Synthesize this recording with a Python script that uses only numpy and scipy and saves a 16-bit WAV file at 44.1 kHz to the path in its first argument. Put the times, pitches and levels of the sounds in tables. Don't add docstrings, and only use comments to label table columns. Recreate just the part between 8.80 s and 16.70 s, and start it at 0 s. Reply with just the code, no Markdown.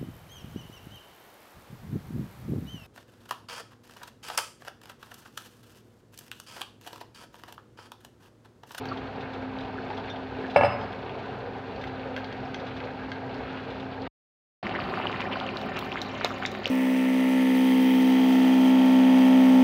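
import sys
import numpy as np
from scipy import signal
from scipy.fft import rfft, irfft
from scipy.io import wavfile
from scipy.ndimage import uniform_filter1d

SR = 44100
rng = np.random.default_rng(int(sys.argv[2]) if len(sys.argv) > 2 else 0)


def generate_wav(sig):
    pcm = np.round(np.clip(np.atleast_2d(sig).T, -1, 1) * 32767).astype(np.int16)
    wavfile.write(sys.argv[1], SR, pcm)


N = 348390
TIME = np.arange(N) / SR
MUG_SPAN_S, POT_SPAN_S = (0, 5.277), (5.829, 7.9)


def amp(db):
    return 10 ** (np.asarray(db) / 20)


def unit_rms(x):
    return x / np.sqrt(np.mean(x ** 2) + 1e-20)


def curve_at(points, hz):
    freqs, values = np.transpose(points)
    return np.interp(np.log(hz + 1), np.log(freqs + 1), values)


def add(mix, start_s, sound):
    part = mix[max(round(start_s * SR), 0):][:len(sound)]
    part += sound[:len(part)]


def colour(x, eq, resonances=(), size=8192):
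    hz = abs(np.fft.fftfreq(size, 1 / SR))
    bumps_db = sum(db / (1 + (2 * (hz - centre) / width) ** 4) for centre, width, db in resonances)
    log_gain = np.log(amp(curve_at(eq, hz) + bumps_db))
    taps = np.fft.ifft(np.exp(np.conj(signal.hilbert(log_gain)))).real[:size // 2]
    return signal.oaconvolve(x, taps / np.linalg.norm(taps))[:len(x)]


def drift(rate_hz):
    hz = np.fft.rfftfreq(N, 1 / SR)
    return unit_rms(irfft(rfft(rng.standard_normal(N)) / (1 + (hz / rate_hz) ** 4), N))


def swell(peak_s, width_s, db):
    return amp(db) * np.exp(-((TIME - peak_s) / width_s) ** 2)


def during(span):
    return uniform_filter1d(1. * ((TIME >= span[0]) & (TIME <= span[1])), size=128)


def chance_times(per_s, span, size=64):
    times = span[0] + np.cumsum(rng.exponential(1, size)) / per_s
    return times[times < span[1]]


def ring(modes, rise_s):
    t = np.arange(SR) / SR
    sound = sum(amp(db - 60 * t / t60) * np.sin(2 * np.pi * hz * t) for hz, db, t60 in modes)
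    return sound * (1 - np.exp(-(t / rise_s) ** 2))


def burst(decay_s):
    return rng.standard_normal(SR // 2) * np.exp(-np.arange(SR // 2) / SR / decay_s)


def patter(decay_s, per_s):
    return burst(decay_s) * (rng.random(SR // 2) < per_s / SR)


def clicks(per_s, spread_db):
    size_db = spread_db * np.minimum(rng.exponential(1, N), 4)
    return (rng.random(N) < per_s / SR) * amp(size_db) * rng.choice([-1, 1], N)


def bubble(hz, cycles, glide):
    age = np.arange(0, 10, hz / (cycles * SR))
    return (age * np.exp(1 - age)) ** 2 * np.sin(2 * np.pi * cycles * (age + glide * age ** 2 / 2))


def bubbling(per_s, spread_db, cycles, low_hz, high_hz, count=24):
    voices = (hz * signal.oaconvolve(clicks(per_s / count, spread_db), bubble(hz, cycles, 0.035))[:N]
              for hz in np.geomspace(low_hz, high_hz, count))
    return unit_rms(sum(voices))


# freq_hz, t60_s
ROOM_DECAY = [(100, 0.83), (500, 0.61), (1500, 0.89), (4000, 0.25), (9000, 0.29), (16000, 0.51)]
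def room(x, early_db, tail_db):
    t = np.arange(SR) / SR
    sparse = rng.choice([-1., 1.], SR) * (rng.random(SR) < 2500 / SR)
    early = sparse * (t > .002) * np.exp(-t / 0.0097)
    diffuse = np.roll(sparse, SR // 2) * np.minimum(t / 0.017, 1)
    hz, frame_s, bands = signal.stft(diffuse, SR, nperseg=256)
    decay = amp(-60 * frame_s / curve_at(ROOM_DECAY, hz)[:, None])
    tail = signal.istft(bands * decay, SR, nperseg=256)[1][:SR]
    echo = amp(early_db) * early / np.linalg.norm(early) + amp(tail_db) * tail / np.linalg.norm(tail)
    return x + signal.fftconvolve(x, echo)[:N]


# freq_hz, gain_db
KITCHEN_EQ = [(15, -63.5), (25, -38.5), (44, -13.5), (91, -17.5), (227, -10), (260, -8.5), (322, -11),
              (445, -3.5), (567, -13.5), (762, -4), (997, -17.5), (1570, -21), (3630, -30.5), (8350, -62),
              (15500, -65)]
# centre_hz, width_hz, gain_db
HOB_RESONANCES = [(64, 20, 8.5), (99, 60, 3.5), (130.2, 33, 10), (203, 51, 5), (327.5, 39, -3.5),
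                  (447, 174, -0.5), (747, 150, -4), (1525, 250, 5), (2530, 570, 2.5), (4430, 840, 4.5)]
# start_s, pitch_hz, level_db
FAR_PLIPS = [(0.11, 1340, -40), (0.115, 1230, -28), (0.98, 1530, -32.5), (1.1022, 833, -29),
             (1.643, 1640, -31.5)]
def kitchen(level_db=-37.5, swell_db=.6):
    simmer = bubbling(per_s=900, spread_db=3, cycles=1, low_hz=400, high_hz=6500)
    simmer = unit_rms(room(simmer, early_db=-1.5, tail_db=-9.5))
    rush = unit_rms(colour(rng.standard_normal(N) + amp(-5.5) * simmer, KITCHEN_EQ, HOB_RESONANCES))
    plips = np.zeros(N)
    for start_s, hz, db in FAR_PLIPS:
        add(plips, start_s, amp(db) * bubble(hz, cycles=2.2, glide=.005))
    return rush * amp(level_db + swell_db * drift(7.4)) + room(plips, early_db=2.5, tail_db=-10.5)


# pitch_hz, level_db
FAN_TONES = [(99.8, -49), (538, -56), (786, -52.5)]
# time_s, pitch_hz, level_db
HUM_CURVE = [(0, 261.1, -37.5), (.3, 265.7, -46.5), (.45, 262.5, -46), (.65, 262.8, -38.5),
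             (1.25, 262.8, -44.5), (1.6, 260.7, -40), (2.1, 264, -49), (2.9, 260.7, -46.5),
             (3.2, 260.9, -43.5), (4.6, 261.8, -42), (5.25, 265, -42.5)]
def fan(held_db=None, waver=0.2, wander_hz=0.77):
    times, pitches, levels = np.transpose(HUM_CURVE)
    if held_db is None:
        hum = (np.interp(TIME, times, pitches), np.interp(TIME, times, levels))
    else:
        hum = (pitches.mean(), held_db)
    out = np.zeros(N)
    for hz, db in FAN_TONES + [hum]:
        gain = amp(db) * np.sqrt(2) * (1 + waver * drift(12))
        out += gain * np.sin(2 * np.pi * np.cumsum(hz + wander_hz * drift(3.9)) / SR)
    return out


# peak_s, rise_s, level_db
STROKES = [(2.68, .09, -39), (2.99, .06, -43), (3.37, .17, -39), (3.53, .06, -44), (3.86, .1, -44),
           (4.07, .08, -41), (4.6, .15, -45), (4.92, .07, -38), (5.24, .05, -40)]
# peak_s, half_length_s, level_db
POWDER_DRAGS = [(1.286, .015, -40.5), (2.91, 0.028, -60), (3.513, 0.036, -48), (3.9, .06, -47),
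                (4.245, 0.021, -51), (4.698, 0.057, -45.5), (4.785, 0.038, -44.5), (4.91, 0.032, -48),
                (5.138, 0.022, -46.5), (5.275, 0.025, -42)]
# freq_hz, gain_db
SWISH_EQ = [(500, -20), (1300, 7.5), (2800, 3), (4400, -7), (7000, -41.5), (15000, -62)]
def slosh(fall_s=0.026):
    gurgle = bubbling(per_s=350, spread_db=1, cycles=3, low_hz=420, high_hz=530, count=8)
    grains = colour(clicks(per_s=900, spread_db=2), SWISH_EQ)
    swish = unit_rms(room(grains, early_db=-2.5, tail_db=-4))
    speed = sum(swell(peak_s, np.where(TIME < peak_s, rise_s, fall_s), db)
                for peak_s, rise_s, db in STROKES)
    pressure = sum(swell(*drag) for drag in POWDER_DRAGS)
    return speed * gurgle + pressure * swish


# start_s, level_db, pitch_hz, focus_db_per_octave, brightness_db, ring_time_ratio
SPOON_TICKS = [(0.055, -37, 2500, -8, -24, 0.29), (0.0878, -30.5, 4510, 45, -42, 0.53),
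               (0.1738, -37.5, 3450, 8, -50, 0.66), (0.787, -32, 3770, 17.5, -48, 0.31),
               (1.103, -34.5, 2330, 12.5, -55, 0.48), (1.148, -40.5, 5540, 35, -53, .5),
               (1.1767, -37.5, 3370, 10, -57, 0.52), (1.2997, -35, 3564, 80, -44, 2.6),
               (1.3016, -36, 5600, 38, -51, 0.81), (1.3605, -38.5, 3000, 14, -51, 0.74),
               (2.0135, -37.5, 3073, 20, -52, 0.37), (2.129, -34.5, 2880, 7, -38, 0.33),
               (2.2942, -37, 2670, 15, -51, 0.74), (2.9615, -39.5, 4400, 7, -42, .45),
               (3.0183, -42, 5840, 13, -41, .4), (3.0392, -32, 2200, 3.5, -36, 0.36),
               (3.364, -27.5, 2327, 1, -35, 0.35), (3.3773, -26.5, 1520, 16.5, -40, 0.41),
               (3.392, -42, 4240, 12.5, -52, 0.44), (3.444, -33, 4180, 13, -39, 0.52),
               (3.526, -37, 4400, -1, -52, 0.39), (3.652, -42, 5140, 32, -48, 0.68),
               (3.744, -29.5, 5980, 1, -59, 0.53), (4.003, -33.5, 2290, 11.5, -52, 0.52),
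               (4.3174, -32, 4460, -3.5, -55.5, 0.32), (4.543, -38.5, 4700, 23, -49, 0.82),
               (5.219, -36, 4190, 16, -51, 0.54)]
# pitch_hz, level_db, t60_s
MUG_MODES = [(1597, -1.5, 0.097), (2074, -0.5, 0.054), (2520, -5, .05), (3246, 0.5, .04),
             (3620, -13.5, 0.068), (4390, -5.5, 0.032), (5120, -16, 0.04), (5590, -18.5, 0.046),
             (5980, -18.5, 0.051)]
# freq_hz, gain_db
SCRAPE_EQ = [(600, -26), (1400, -1), (3600, 3.5), (5800, -14), (7500, -31.5), (15000, -45.5)]
def spoon(detune=0.012, scrape_db=-20, grazes_per_s=3.9, graze_db=-44):
    out = np.zeros(N)
    shifts = rng.uniform(-detune, detune, len(SPOON_TICKS))
    for (start_s, db, pitch_hz, focus_db, bright_db, ring_ratio), shift in zip(SPOON_TICKS, shifts):
        modes = [(hz * (1 + shift), level - focus_db * abs(np.log2(hz / pitch_hz)), t60 * ring_ratio)
                 for hz, level, t60 in MUG_MODES]
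        contact_db = min(curve_at(SCRAPE_EQ, pitch_hz), 0) - 0.5
        modes.append((pitch_hz, contact_db, 0.027 * ring_ratio))
        scrape = amp(scrape_db) * colour(burst(.003), SCRAPE_EQ)
        sheen = amp(bright_db) * colour(burst(.006), FIZZ_EQ)
        add(out, start_s, amp(db) * ring(modes, rise_s=0.00027))
        add(out, start_s, amp(db) * (scrape + sheen))
    graze = colour(burst(0.0086), SCRAPE_EQ)
    for start_s in chance_times(grazes_per_s, MUG_SPAN_S):
        add(out, start_s, amp(graze_db) * graze)
    return room(out, early_db=-4.5, tail_db=-9.5)


# start_s, level_db, base_tone_db, glass_boost_db, rolloff_db_per_octave
DISH_KNOCKS = [(1.7602, 0, 0, 3, 0), (1.8094, -6, -9, -6, 0), (1.8334, -6, -6, -5, 0),
               (1.8460, -12, -8, 18, 15)]
# pitch_hz, level_db, t60_s
BASE_MODES = [(577, -8.5, .2)]
# pitch_hz, level_db, t60_s
BODY_MODES = [(95.8, -34, .4), (118, -34.5, 0.54), (677, -31.5, .22), (688, -34, .25), (744, -28, .22),
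              (893, -25, 0.31), (1000, -33.5, 0.14), (1050, -27.5, .18), (1252, -28.5, 0.11),
              (1410.5, -35, .09), (1650, -32.5, .3), (1681, -33, .26), (2204, -29, .15), (2686, -29.5, .2),
              (2922, -39.5, 0.16)]
# pitch_hz, level_db, t60_s
CRACK_MODES = [(1360, -13, 0.0091), (2282, -10.5, 0.017), (2680, -14.5, 0.013)]
# pitch_hz, level_db, t60_s
GLASS_MODES = [(4006, -48.5, 0.1), (5060, -43.5, 0.59), (5500, -61.5, .11), (8570, -62, .1),
               (8560, -59.5, .33), (9420, -71, .08), (9900, -68.5, .12), (11750, -57, .06),
               (13150, -69, .08), (15070, -62, .07)]
# freq_hz, gain_db
THUD_EQ = [(40, -29.5), (110, -10), (230, -3.5), (350, -16.5), (490, -21), (650, -3.5), (1200, -10.5),
           (2700, -20.5), (3300, -27), (5500, -37.5), (7200, -66.5), (8700, -45.5), (10500, -69),
           (15000, -68)]
# freq_hz, gain_db
CHATTER_EQ = [(60, -31.5), (300, -22.5), (600, -2.5), (850, 6), (1200, -2), (2700, -5), (3300, -29),
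              (5500, -40.5), (15000, -72.5)]
def dish(slab_hz=720, slab_s=.0046, split_hz=11.5):
    t = np.arange(0, slab_s, 1 / SR)
    clack = -np.sin(np.pi * t / slab_s) ** 2 * np.sin(2 * np.pi * slab_hz * t)
    beat = np.cos(np.pi * split_hz * np.arange(SR) / SR)
    rocking = 1 + 0.27 * drift(rate_hz=45)[:SR]
    body, direct = np.zeros(N), np.zeros(N)
    for start_s, db, base_db, glass_db, rolloff_db in DISH_KNOCKS:
        ring_s = start_s + .001
        add(direct, ring_s, amp(base_db) * ring(BASE_MODES, rise_s=.0016) * rocking)
        add(body, ring_s, amp(db - 1) * ring(BODY_MODES, rise_s=.0016))
        add(body, start_s, amp(db - 18.5) * colour(burst(0.014), THUD_EQ))
        add(direct, start_s, amp(db - 1.5) * clack)
        add(direct, ring_s, amp(db) * ring(CRACK_MODES, rise_s=.0012))
        glass = [(hz, level - rolloff_db * max(np.log2(hz / 5000), 0), t60)
                 for hz, level, t60 in GLASS_MODES]
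        add(direct, start_s, amp(db + glass_db) * ring(glass, rise_s=.002) * beat)
    chatter = colour(patter(decay_s=0.061, per_s=650), CHATTER_EQ)
    add(body, DISH_KNOCKS[-1][0], amp(-11.5) * chatter)
    return room(body, early_db=-11, tail_db=-4) + room(direct, early_db=-20, tail_db=-13)


# freq_hz, gain_db
CHURN_EQ = [(15, -59), (25, -24), (43, -7.5), (70, -13.5), (88, -4), (198, 2.5), (266, -1), (286, -7),
            (394, -0.5), (480, -5.5), (530, -6), (786, -7.5), (1010, -11), (2900, -17), (3500, -25.5),
            (4450, -27.5), (5000, -33), (6200, -56), (9000, -51.5), (11700, -79), (19800, -120)]
# centre_hz, width_hz, gain_db
POT_RESONANCES = [(65.6, 15, 11.5), (111, 5.9, 3.5), (205.5, 9.4, 5.5), (367, 46, -2.5), (746, 300, 2.5),
                  (1360, 150, 0.5)]
# freq_hz, gain_db
FROTH_EQ = [(2500, -14.5), (3900, 6), (4600, -8), (5500, -3), (6200, -8.5), (6400, -9.5), (6900, -9),
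            (7800, -24), (10000, -38), (15500, -34)]
# freq_hz, gain_db
FIZZ_EQ = [(5000, -16.5), (7200, -1), (8500, -2.5), (10300, -4), (11300, 1), (12300, 0), (14200, 2),
           (15500, 1)]
def boil(froth_start_s=5.98, froth_rise_s=.06, fizz_settle_s=0.42):
    age_s = np.maximum(TIME - froth_start_s, 0)
    froth = np.minimum(.33 + age_s / froth_rise_s, 1)
    crowd = bubbling(per_s=1000, spread_db=2.8, cycles=1.3, low_hz=300, high_hz=6000)
    crowd = unit_rms(room(crowd, early_db=0, tail_db=-10.5))
    churn = unit_rms(colour(crowd + rng.standard_normal(N), CHURN_EQ, POT_RESONANCES))
    crackle = bubbling(per_s=300, spread_db=3.4, cycles=2.6, low_hz=2800, high_hz=7600)
    crackle = unit_rms(room(colour(crackle, FROTH_EQ), early_db=-4, tail_db=-9))
    fizz = bubbling(per_s=900, spread_db=3.8, cycles=2.5, low_hz=6000, high_hz=15500)
    fizz = unit_rms(room(colour(fizz, FIZZ_EQ), early_db=-2, tail_db=-7))
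    clumps = drift(rate_hz=9.5)
    surge_db = 5 * np.exp(-(age_s / fizz_settle_s) ** 2)
    return (churn * amp(-33 - 2 * age_s)
            + crackle * amp(-65 + 5.5 * age_s + 1.3 * clumps)
            + froth * fizz * amp(-80.5 + surge_db + 1.2 * clumps))


# peak_s, level_db
SPATTERS = [(6.533, -66), (6.602, -68), (6.666, -73), (6.762, -68), (6.792, -64), (6.821, -63),
            (6.833, -68), (6.862, -62), (7.04, -62), (7.058, -60), (7.12, -69), (7.223, -57), (7.235, -62),
            (7.484, -61), (7.76, -64), (7.791, -64)]
def spatters(width_s=0.0039):
    landing = sum(swell(peak_s, width_s, db) for peak_s, db in SPATTERS)
    sizzle = unit_rms(colour(clicks(per_s=4000, spread_db=1), FIZZ_EQ))
    return room(landing * sizzle, early_db=-15, tail_db=-14)


# peak_s, level_db
FLURRIES = [(5.956, -38), (6.15, -40), (6.26, -37), (6.411, -32.5), (6.528, -35), (6.975, -32),
            (7.175, -40), (7.416, -40.5), (7.455, -32.5), (7.634, -38), (7.868, -42)]
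# freq_hz, gain_db
FLURRY_EQ = [(300, -14), (900, -2.5), (2600, -1), (4000, -15), (6000, -34), (9000, -62)]
def flurries(width_s=0.015):
    collapse = sum(swell(peak_s, width_s, db) for peak_s, db in FLURRIES)
    crowd = bubbling(per_s=1200, spread_db=2, cycles=1.4, low_hz=600, high_hz=6000)
    return room(collapse * unit_rms(colour(crowd, FLURRY_EQ)), early_db=-9.5, tail_db=-19.5)


# start_s, level_db, spray_offset_db
SPITS = [(5.8945, -58, -35), (6.317, -40.5, -30), (6.412, -40.5, -13), (6.666, -44, -25), (6.77, -37, -30),
         (6.814, -38, -18), (6.969, -32, -35), (6.99, -31, -6), (7.2167, -26, -24), (7.4462, -18, -19),
         (7.584, -45, -6), (7.661, -21.5, -27), (7.716, -37, -9), (7.8572, -30, -40), (7.876, -30, -12)]
def spits(droplet_db=-28, droplet_decay_s=0.038):
    out, falling = np.zeros(N), np.zeros(N)
    fall = np.exp(-np.arange(SR) / SR / droplet_decay_s)
    for start_s, db, spray_db in SPITS:
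        snap = burst(0.0018)
        tear = amp(-0.5) * patter(decay_s=0.0088, per_s=1300)
        add(out, start_s, amp(db) * colour(snap + tear, FROTH_EQ, resonances=[(3600, 400, 2.6)]))
        add(out, start_s + .0008, amp(db + spray_db) * colour(burst(0.0011), FIZZ_EQ))
        add(falling, start_s, amp(db + spray_db + droplet_db) * fall)
    droplets = bubbling(per_s=2600, spread_db=3, cycles=3, low_hz=5500, high_hz=15500)
    return room(out + falling * unit_rms(colour(droplets, FIZZ_EQ)), early_db=-25, tail_db=-9.5)


def random_pops(per_s=14, thinning_s=1, pitch_hz=1420, level_db=-25.5, cycles=1.19, size=64):
    octaves, draws = 0.95 * rng.uniform(-0.85, 1, size), rng.random(size)
    return [(start_s, pitch_hz * 2 ** octave, level_db, cycles)
            for start_s, octave, draw in zip(chance_times(per_s, POT_SPAN_S), octaves, draws)
            if draw < np.exp((POT_SPAN_S[0] - start_s) / thinning_s)]


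# start_s, pitch_hz, level_db, attack_cycles
POPS = [(5.868, 2027, -18.5, 1.2), (5.8937, 2600, -24, 0.74), (5.9517, 1780, -20, 1.1),
        (5.9597, 1910, -20, 1.4), (5.9899, 1270, -20.5, 1.6), (6.002, 2600, -23, 1.4),
        (6.0078, 4320, -34, 2.9), (6.139, 1410, -16.5, 0.55), (6.173, 1320, -21.5, 1.6),
        (6.2005, 880, -16.5, 0.57), (6.215, 2466, -27, 1.3), (6.2553, 905, -15.5, 0.5),
        (6.2697, 2950, -17, 2.5), (6.297, 1254, -21.5, 0.73), (6.328, 2450, -22.5, 0.87),
        (6.406, 2600, -17.5, 0.73), (6.4545, 1790, -26, 2.5), (6.519, 2400, -29, 0.83),
        (6.5248, 3040, -32, 5.2), (6.5307, 2960, -24, 1.75), (6.556, 1430, -23.5, 2.2),
        (6.601, 3160, -19.5, 1), (6.6648, 3000, -27.5, 2.7), (6.69, 2500, -23, 1.46),
        (6.763, 1350, -22, 0.94), (6.771, 4020, -23.5, 1.4), (6.9744, 2670, -35, .6),
        (7.0118, 3300, -31, 2.8), (7.1184, 2620, -21.5, 1.8), (7.1256, 3150, -26, 1.9),
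        (7.1574, 1350, -17, 0.81), (7.1715, 2120, -26, 3.5), (7.1907, 3480, -33, 2.4),
        (7.2161, 3830, -36, 3), (7.2592, 4250, -38, 3), (7.4116, 1307, -16, 0.52), (7.416, 2420, -25, 1.2),
        (7.4465, 4060, -19, 1.9), (7.446, 620, -14, 0.78), (7.5054, 1290, -19.5, 0.82),
        (7.6252, 1480, -21.5, 1.2), (7.652, 2060, -14, 1.1), (7.6524, 3620, -24, 4.5), (7.66, 4770, -33, 3),
        (7.7509, 1690, -18.5, 0.4), (7.844, 4430, -28, 2.1), (7.8569, 2900, -11.5, 1.6),
        (7.8656, 4700, -27, 1.4), (7.8655, 514, -26.5, 2)]
def pops(neighbour_count=3, neighbour_db=-17, follow_s=0.028):
    out = np.zeros(N)
    cues = POPS + random_pops()
    for (start_s, hz, db, cycles), neighbours in zip(cues, rng.random((128, neighbour_count, 2))):
        add(out, start_s, amp(db) * bubble(hz, cycles, glide=0.0017))
        for lag, octave in neighbours:
            neighbour = bubble(hz * 2 ** (octave - .6), cycles=1.6, glide=.01)
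            add(out, start_s + .003 + follow_s * lag, amp(db + neighbour_db - 6 * lag) * neighbour)
    return room(out, early_db=-12, tail_db=-13)


def scene():
    at_mug = kitchen() + fan() + spoon() + slosh() + dish()
    at_pot = boil() + pops() + flurries() + spits() + spatters() + amp(-1) * fan(held_db=-45)
    return (at_mug * during(MUG_SPAN_S) + at_pot * during(POT_SPAN_S))[None]


def record(dry, low_cut_hz=45, high_cut_hz=15750):
    thin = signal.sosfilt(signal.butter(2, low_cut_hz, "highpass", fs=SR, output="sos"), dry)
    lowpass = signal.firwin(511, high_cut_hz, window=("kaiser", 9), fs=SR)
    return signal.oaconvolve(np.clip(thin, -1, 1), lowpass[None], "same")


dry = scene()
out = record(dry)
generate_wav(out)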